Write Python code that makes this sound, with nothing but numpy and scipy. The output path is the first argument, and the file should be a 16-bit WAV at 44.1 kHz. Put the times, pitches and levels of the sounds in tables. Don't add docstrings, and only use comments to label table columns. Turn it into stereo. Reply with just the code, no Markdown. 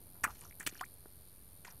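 import sys
import numpy as np
from scipy import signal
from scipy.fft import rfft, irfft
from scipy.io import wavfile
from scipy.ndimage import uniform_filter1d

SR = 44100
rng = np.random.default_rng(int(sys.argv[2]) if len(sys.argv) > 2 else 0)


def voltage_ratio(level):
    return 10 ** (np.asarray(level, float) / 20)


def wrap_up_sound(samples):
    columns = np.atleast_2d(samples).T
    tamed = np.clip(columns, -1, 1)
    steps = np.round(tamed * 32767).astype(np.int16)
    wavfile.write(sys.argv[1], SR, steps)


N = 79380


def walk(rate):
    hold = int(SR / rate)
    steps = np.repeat(rng.standard_normal(N // hold + 1), hold)
    return 1.83 * uniform_filter1d(uniform_filter1d(steps, hold), hold)[:N]


def band(hz, width):
    f = np.fft.rfftfreq(N, 1 / SR)
    bell = np.exp(-((f - hz) / width) ** 2 * 2)
    x = irfft(rfft(rng.standard_normal(N)) * bell, N)
    return x / x.std()


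def tail(t60, size=6000):
    h = rng.standard_normal(size) * voltage_ratio(-60 * np.arange(size) / SR / t60)
    return h / np.sqrt(np.sum(h ** 2))


def rings(at, hz, db, cycles, size, rise=0., least_s=0., attack=0.09):
    start = np.floor(at * SR).astype(int)
    t = np.maximum(np.arange(size) / SR - (at - start / SR)[:, None], 0)
    turns = t * hz[:, None]
    decay_s = (cycles / hz + least_s)[:, None]
    shape = (1 - np.exp(-turns / attack)) * np.exp(-t / decay_s)
    wave = voltage_ratio(db)[:, None] * shape * np.sin(2 * np.pi * turns * (1 + rise * turns / 2))
    places = start[:, None] + np.arange(size)
    return np.bincount(places.ravel(), wave.ravel(), N + SR)[:N]


def night():
    # pitch_hz, level_db (per Hz)
    air = [(25, -21.5), (55, 3.5), (110, -2), (220, -10.5), (600, -17), (1800, -24.5), (6500, -29.5),
           (16000, -34.5)]
    air_db, swell_db, flicker_db = -59.5, 3.57, 0.5
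    alike_bass, alike_under_hz = 0.74, 526
    out, swell = 0, walk(1.2)
    hzs, dbs = np.array(air).T
    for hz in 25 * 2 ** np.arange(0, 9.6, .5):
        db = np.interp(np.log(hz), np.log(hzs), dbs) + 10 * np.log10(hz)
        alike = np.clip(alike_bass / (1 + (hz / alike_under_hz) ** 2), 0, .99)
        shared = np.sqrt(1 + alike) * band(hz, hz / 2.5)
        opposed = np.sqrt(1 - alike) * band(hz, hz / 2.5) * np.array([[1], [-1]])
        drift_db = (swell_db * swell + flicker_db * walk(12.2)) * (hz < 1000)
        out = out + voltage_ratio(db + drift_db) * (shared + opposed)
    port_balance = voltage_ratio(np.array([[-.6], [.6]]))
    return out * voltage_ratio(air_db) / out.std() * port_balance


def far_chorus():
    # centre_hz, width_hz, level_db
    choir = [
        (4300, 1300, -74.5),
        (9450, 1100, -76),
        (12000, 3200, -70),
        (14800, 1600, -80),
    ]
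    out = 0
    for hz, width, db in choir:
        out = out + voltage_ratio(db + 1.25 * walk(18.0)) * np.array([band(hz, width), band(hz, width)])
    return out


def katydid():
    # time_s, strokes_per_s
    stroke_rate = [(0.0, 93.01), (0.2, 92.86), (0.4, 93.1), (0.6, 92.94), (0.8, 92.66), (1.0, 92.76),
                   (1.2, 93.25), (1.4, 93.49), (1.6, 93.36), (1.8, 93.12)]
    stroke_phase = .587
    sweep_range_hz, sweep_end_hz, sweep_ends_s, sweep_time_s = 4700, 9350, -.0005, .0012
    sweep_peak_s, sweep_rise_s, sweep_fall_s, ring_width_s = -.0014, .001, .0006, .001
    call_db, ring_db, stroke_scatter_db = -44.5, -3, 2.2
    right_db, echo_s, echo_right_db = -21, .003, -25
    now = np.arange(N) / SR
    rate = np.interp(now, *np.array(stroke_rate).T)
    strokes = np.cumsum(rate) / SR - stroke_phase + .5
    stroke = strokes.astype(int) + 1
    u = (strokes % 1 - .5) / rate
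    sweep_luck, ring_luck, pitch_luck = rng.standard_normal((stroke[-1] + 1, 3))[stroke].T
    hz = sweep_end_hz + sweep_range_hz * (1 - np.exp(-np.maximum(sweep_ends_s - u, 0) / sweep_time_s))
    width = np.where(u < sweep_peak_s, sweep_rise_s, sweep_fall_s)
    shaded_db = -2.5 * (now > 0.76)
    sweep = voltage_ratio(stroke_scatter_db * sweep_luck + shaded_db) * np.exp(-((u - sweep_peak_s) / width) ** 2)
    ring = voltage_ratio(ring_db + stroke_scatter_db / 2 * ring_luck) * np.exp(-(u / ring_width_s) ** 2)
    turns = np.cumsum(hz * (1 + .006 * pitch_luck)) / SR
    call = voltage_ratio(call_db) * (sweep + ring) * np.sin(2 * np.pi * turns)
    thin = np.diff(np.r_[0, call, 0], n=2)
    thin = np.r_[thin, np.zeros(N - len(thin))]
    echo = np.roll(thin, int(echo_s * SR))
    right = voltage_ratio(right_db) * np.roll(thin, 8) + voltage_ratio(echo_right_db) * echo
    endless = np.r_[call, call]
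    reeds = [voltage_ratio(db) * signal.fftconvolve(endless, tail(0.3))[N:2 * N] for db in (-5.5, -13)]
    return np.array([call, right]) + reeds


def thuds():
    # start_s, pitch_hz, level_db
    blows = [
        (0.2378, 273, -43.5),
        (0.267, 256.5, -43),
        (0.463, 430, -56.5),
        (0.6733, 306, -37.5),
        (0.726, 344, -48.5),
        (1.058, 394, -46.5),
        (1.063, 477, -55.5),
        (1.651, 400, -53),
    ]
    at, hz, db = np.array(blows, float).T
    return -rings(at, hz, db + 8, cycles=0.59, size=1500)


def spray(count=260):
    # hold_s, level_db, fade_db_per_s, centre_hz
    showers = [(0.012, -39.5, 1201, 5450), (0.013, -45.5, 3482, 1730), (0.00315, -31, 1300, 11300),
               (0.047, -53, 696, 1100), (0.058, -70, 501, 1040), (0.00103, -45.5, 5000, 9900),
               (0.018, -53, 1499, 8200), (0.03, -57, 1801, 2420), (.011, -43.5, 2278, 3000),
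               (0.011, -37.5, 1505, 8100), (0.00268, -33, 3500, 15900), (0.018, -62, 897, 6200),
               (0.11, -58, 2011, 3270), (0.00087, -49, 4998, 4260), (0.00072, -47, 3498, 14000),
               (0.00817, -58.5, 1295, 2950), (0.025, -57.5, 298.5, 3900), (0.02, -69, 494.5, 820),
               (.03, -67.5, 399, 1000), (0.19, -58, 406.5, 4380), (0.0024, -49, 1797, 11000),
               (0.0033, -61, 3003, 9400), (0.0034, -37, 1991, 10000), (.006, -48, 1495, 5000),
               (0.0055, -57, 1497.5, 10200), (0.023, -63, 300, 1420), (0.0088, -57.5, 1199, 5700)]
    shower_starts = [.2355, .2385, .2385, .252, .41, .6005, .598, .606, .6645, .665, .6728, .678, .72,
                     .8095, .8115, 1.647, 1.665, .15, 1.7, .26, .627, .8505, .665, .6885, .6885, 1.666,
                     1.647]
    spread_octaves, scatter_db, foam_level_db = 0.553, 3.6, -4.5
    out, now = 0, np.arange(N) / SR
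    for start, (hold, db, fade, centre_hz) in zip(shower_starts, showers):
        time_luck, pitch_luck, size_luck = rng.random((count, 3)).T
        t = time_luck ** 1.3 * (hold + 35 / fade)
        octaves = spread_octaves * np.log(pitch_luck / (1 - pitch_luck)) / 1.95
        hz = np.clip(centre_hz * 2 ** octaves, 200, 14500)
        drop_db = db - fade * np.maximum(t - hold, 0) - scatter_db * (np.log(size_luck + 0.0038) + 1)
        drop_db = drop_db + 5 * np.log10(hz / centre_hz)
        out = out + rings(start + t, hz, drop_db, cycles=2.02, size=200, rise=.03)
        foam_db = db + foam_level_db - fade * np.maximum(now - start - hold, 0) + 3.5 * walk(300)
        opening = np.clip((now - start) / 0.00011, 0, 1)
        out = out + voltage_ratio(foam_db) * opening * band(centre_hz, centre_hz * 0.88)
    return out


def gulp():
    start_s, length_s, bend = .8095, .035, 3.8
    u = np.clip((np.arange(N) / SR - start_s) / length_s, 0, 1)
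    gate = (1 - np.exp(-u / 0.023)) * np.clip((1 - u) / 0.03, 0, 1)
    out = 0
    for hz, end_hz, db, fade_db in ((1030, 2500, -33, 12), (739.8, 1200, -31, 28.5)):
        turns = np.cumsum((hz + (end_hz - hz) * u ** bend) * (u > 0)) / SR
        out = out + voltage_ratio(db - fade_db * u ** .5 + 3.4 * walk(220)) * np.sin(2 * np.pi * turns)
    return gate * out


def bubbles():
    # start_s, pitch_hz, level_db
    round_ones = [
        (0.357, 2200, -60),
        (0.5034, 3430, -57.5),
        (0.5104, 2130, -51),
        (0.5254, 2230, -53),
        (0.7031, 2850, -56),
        (0.733, 2620, -60),
        (0.776, 5480, -45),
        (0.7822, 4320, -43.5),
        (1.706, 5630, -51),
    ]
    at, hz, db = np.array(round_ones, float).T
    return rings(at, hz, db + 9.5, cycles=4.3, size=900, rise=0.0027, attack=0.31)


def pops():
    # start_s, pitch_hz, level_db
    pull_pops = [(0.2334, 2750, -53.5), (0.2358, 6300, -58), (.2535, 2295, -41), (0.2545, 1500, -33),
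                 (0.2564, 2330, -36), (.2605, 2040, -38), (0.2623, 1730, -33), (0.266, 1920, -40),
                 (0.274, 1230, -55), (0.2749, 2650, -42), (0.2789, 1120, -43.5), (0.2825, 1210, -45),
                 (0.287, 1107, -37), (0.2932, 947, -48.5), (0.2985, 900, -62), (0.301, 2800, -49),
                 (0.302, 4000, -54), (0.3051, 1114, -48)]
    drip_pops = [(0.416, 2260, -49), (0.42, 3600, -53), (0.4371, 4700, -45), (0.438, 2900, -58),
                 (0.4363, 940, -51), (0.453, 5400, -46), (0.449, 6260, -49), (0.4519, 1270, -52.5),
                 (0.4628, 970, -54), (0.4754, 5500, -48), (0.4964, 5560, -47), (0.601, 3800, -51),
                 (0.41, 9300, -40), (0.6073, 1800, -33), (0.614, 4200, -56), (0.625, 2000, -47),
                 (0.627, 6900, -58), (0.94, 11000, -41), (0.627, 2260, -53)]
    step_pops = [(0.6652, 2800, -26), (0.6642, 4010, -24), (0.6671, 1910, -32.5), (0.6687, 3350, -24),
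                 (0.67, 4660, -24.5), (0.6703, 2360, -35), (0.672, 3284, -34), (0.6736, 3200, -23),
                 (0.6741, 1790, -31), (0.6823, 2840, -32), (0.6884, 2380, -38), (0.6898, 3230, -41),
                 (.8128, 4600, -35), (.803, 4270, -43), (0.693, 3250, -50.5), (0.6992, 6000, -44.5),
                 (0.7122, 1780, -55), (0.7472, 5430, -44), (0.7535, 1600, -45.5), (0.7653, 4660, -47),
                 (0.7666, 2700, -49), (0.7954, 2900, -38)]
    late_pops = [(0.8505, 5900, -49.5), (0.852, 7200, -54), (0.8616, 2210, -54), (1.0575, 1590, -51.5),
                 (1.6484, 1500, -46), (1.6489, 2500, -41.5), (1.6512, 950, -51), (1.6513, 2050, -40.5),
                 (1.6555, 2700, -53), (1.656, 1900, -46), (1.666, 6600, -56), (1.6673, 3570, -50),
                 (1.672, 3700, -45), (1.6677, 1070, -51), (1.671, 2350, -62), (1.6764, 4850, -40),
                 (1.6793, 4470, -42.5), (1.687, 990, -55), (1.7015, 4560, -51), (1.6803, 946, -47),
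                 (1.6805, 1750, -51.5), (1.6823, 3500, -51), (1.686, 2325, -50), (1.6878, 1760, -49),
                 (1.7095, 5360, -42.5)]
    at, hz, db = np.array(pull_pops + drip_pops + step_pops + late_pops, float).T
    cycles = 0.96 * np.exp(0.54 * rng.standard_normal(len(at)))
    return rings(at, hz, db + 9.5, cycles, size=700, rise=.012, least_s=0.00039, attack=0.6)


def film_snaps():
    # start_s, pitch_hz, level_db
    films = [(.2357, 4000, -38), (.6012, 9300, -27), (.6016, 12000, -33), (.6655, 6000, -24),
             (.6658, 12000, -24), (.6692, 6000, -27), (.6693, 11000, -30), (.6738, 6000, -24),
             (.6741, 11500, -21), (.6748, 13500, -28), (.8101, 3400, -28), (.8103, 5500, -35),
             (1.6474, 5000, -46), (1.6482, 4000, -45), (1.0565, 1000, -50)]
    at, hz, db = np.array(films, float).T
    return rings(at, hz, db + 11.0, cycles=.65, size=100, attack=0.39)


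def choked_pockets():
    # start_s, pitch_hz, level_db
    muffled_pops = [(.2386, 1490, -20.5), (.2398, 2000, -14), (.2414, 1700, -20.5), (.2422, 2230, -28),
                    (.2430, 1270, -23.5), (.2392, 2530, -46), (.2443, 1550, -22.5), (.2455, 2100, -24),
                    (.2462, 1470, -24), (.2472, 2400, -25), (.2492, 2152, -18), (.2483, 1500, -25),
                    (.2497, 1090, -19.5), (.2505, 1300, -37), (.8104, 1690, -27), (.8128, 1130, -28.5),
                    (.6007, 1900, -40), (.605, 2200, -44), (.6095, 1900, -43), (.6133, 1900, -46),
                    (.6308, 2000, -37), (.6338, 2000, -43), (.6736, 1960, -28), (.2437, 2340, -20)]
    at, hz, db = np.array(muffled_pops, float).T
    choked = rings(at, hz, db + 8.0, cycles=0.96, size=400, attack=0.48)
    hollow_hz = (830, 2800)
    return signal.sosfilt(signal.butter(3, hollow_hz, "band", fs=SR, output="sos"), choked)


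def at_ports(boot):
    late = np.roll(boot, 5)
    bass = signal.lfilter(*signal.butter(1, 300, fs=SR), late)
    scatter = signal.fftconvolve(np.diff(late, prepend=0), tail(.006, size=500))[:N]
    left = voltage_ratio(-5) * (late + .5 * bass + voltage_ratio(-7) * scatter)
    return np.array([left, boot])


def scene():
    boot = thuds() + spray() + gulp() + bubbles() + pops() + film_snaps() + choked_pockets()
    boot = signal.sosfilt(signal.butter(2, (90, 15300), "band", fs=SR, output="sos"), boot)
    near = at_ports(boot)
    puddle_t60_s, puddle_db = 0.028, -11.5
    wet = np.array([signal.fftconvolve(x, tail(puddle_t60_s))[:N] for x in near])
    return near + voltage_ratio(puddle_db) * wet + katydid() + night() + far_chorus()


def roll_off(x):
    return signal.sosfilt(signal.butter(12, 16480, fs=SR, output="sos"), x)


def record(dry):
    top_hz, offset = 15650, .001
    top_cut = signal.ellip(8, .3, 70, top_hz, fs=SR, output="sos")
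    mix = signal.sosfilt(top_cut, dry) + offset
    return roll_off(mix)


dry = scene()
out = record(dry)
wrap_up_sound(out)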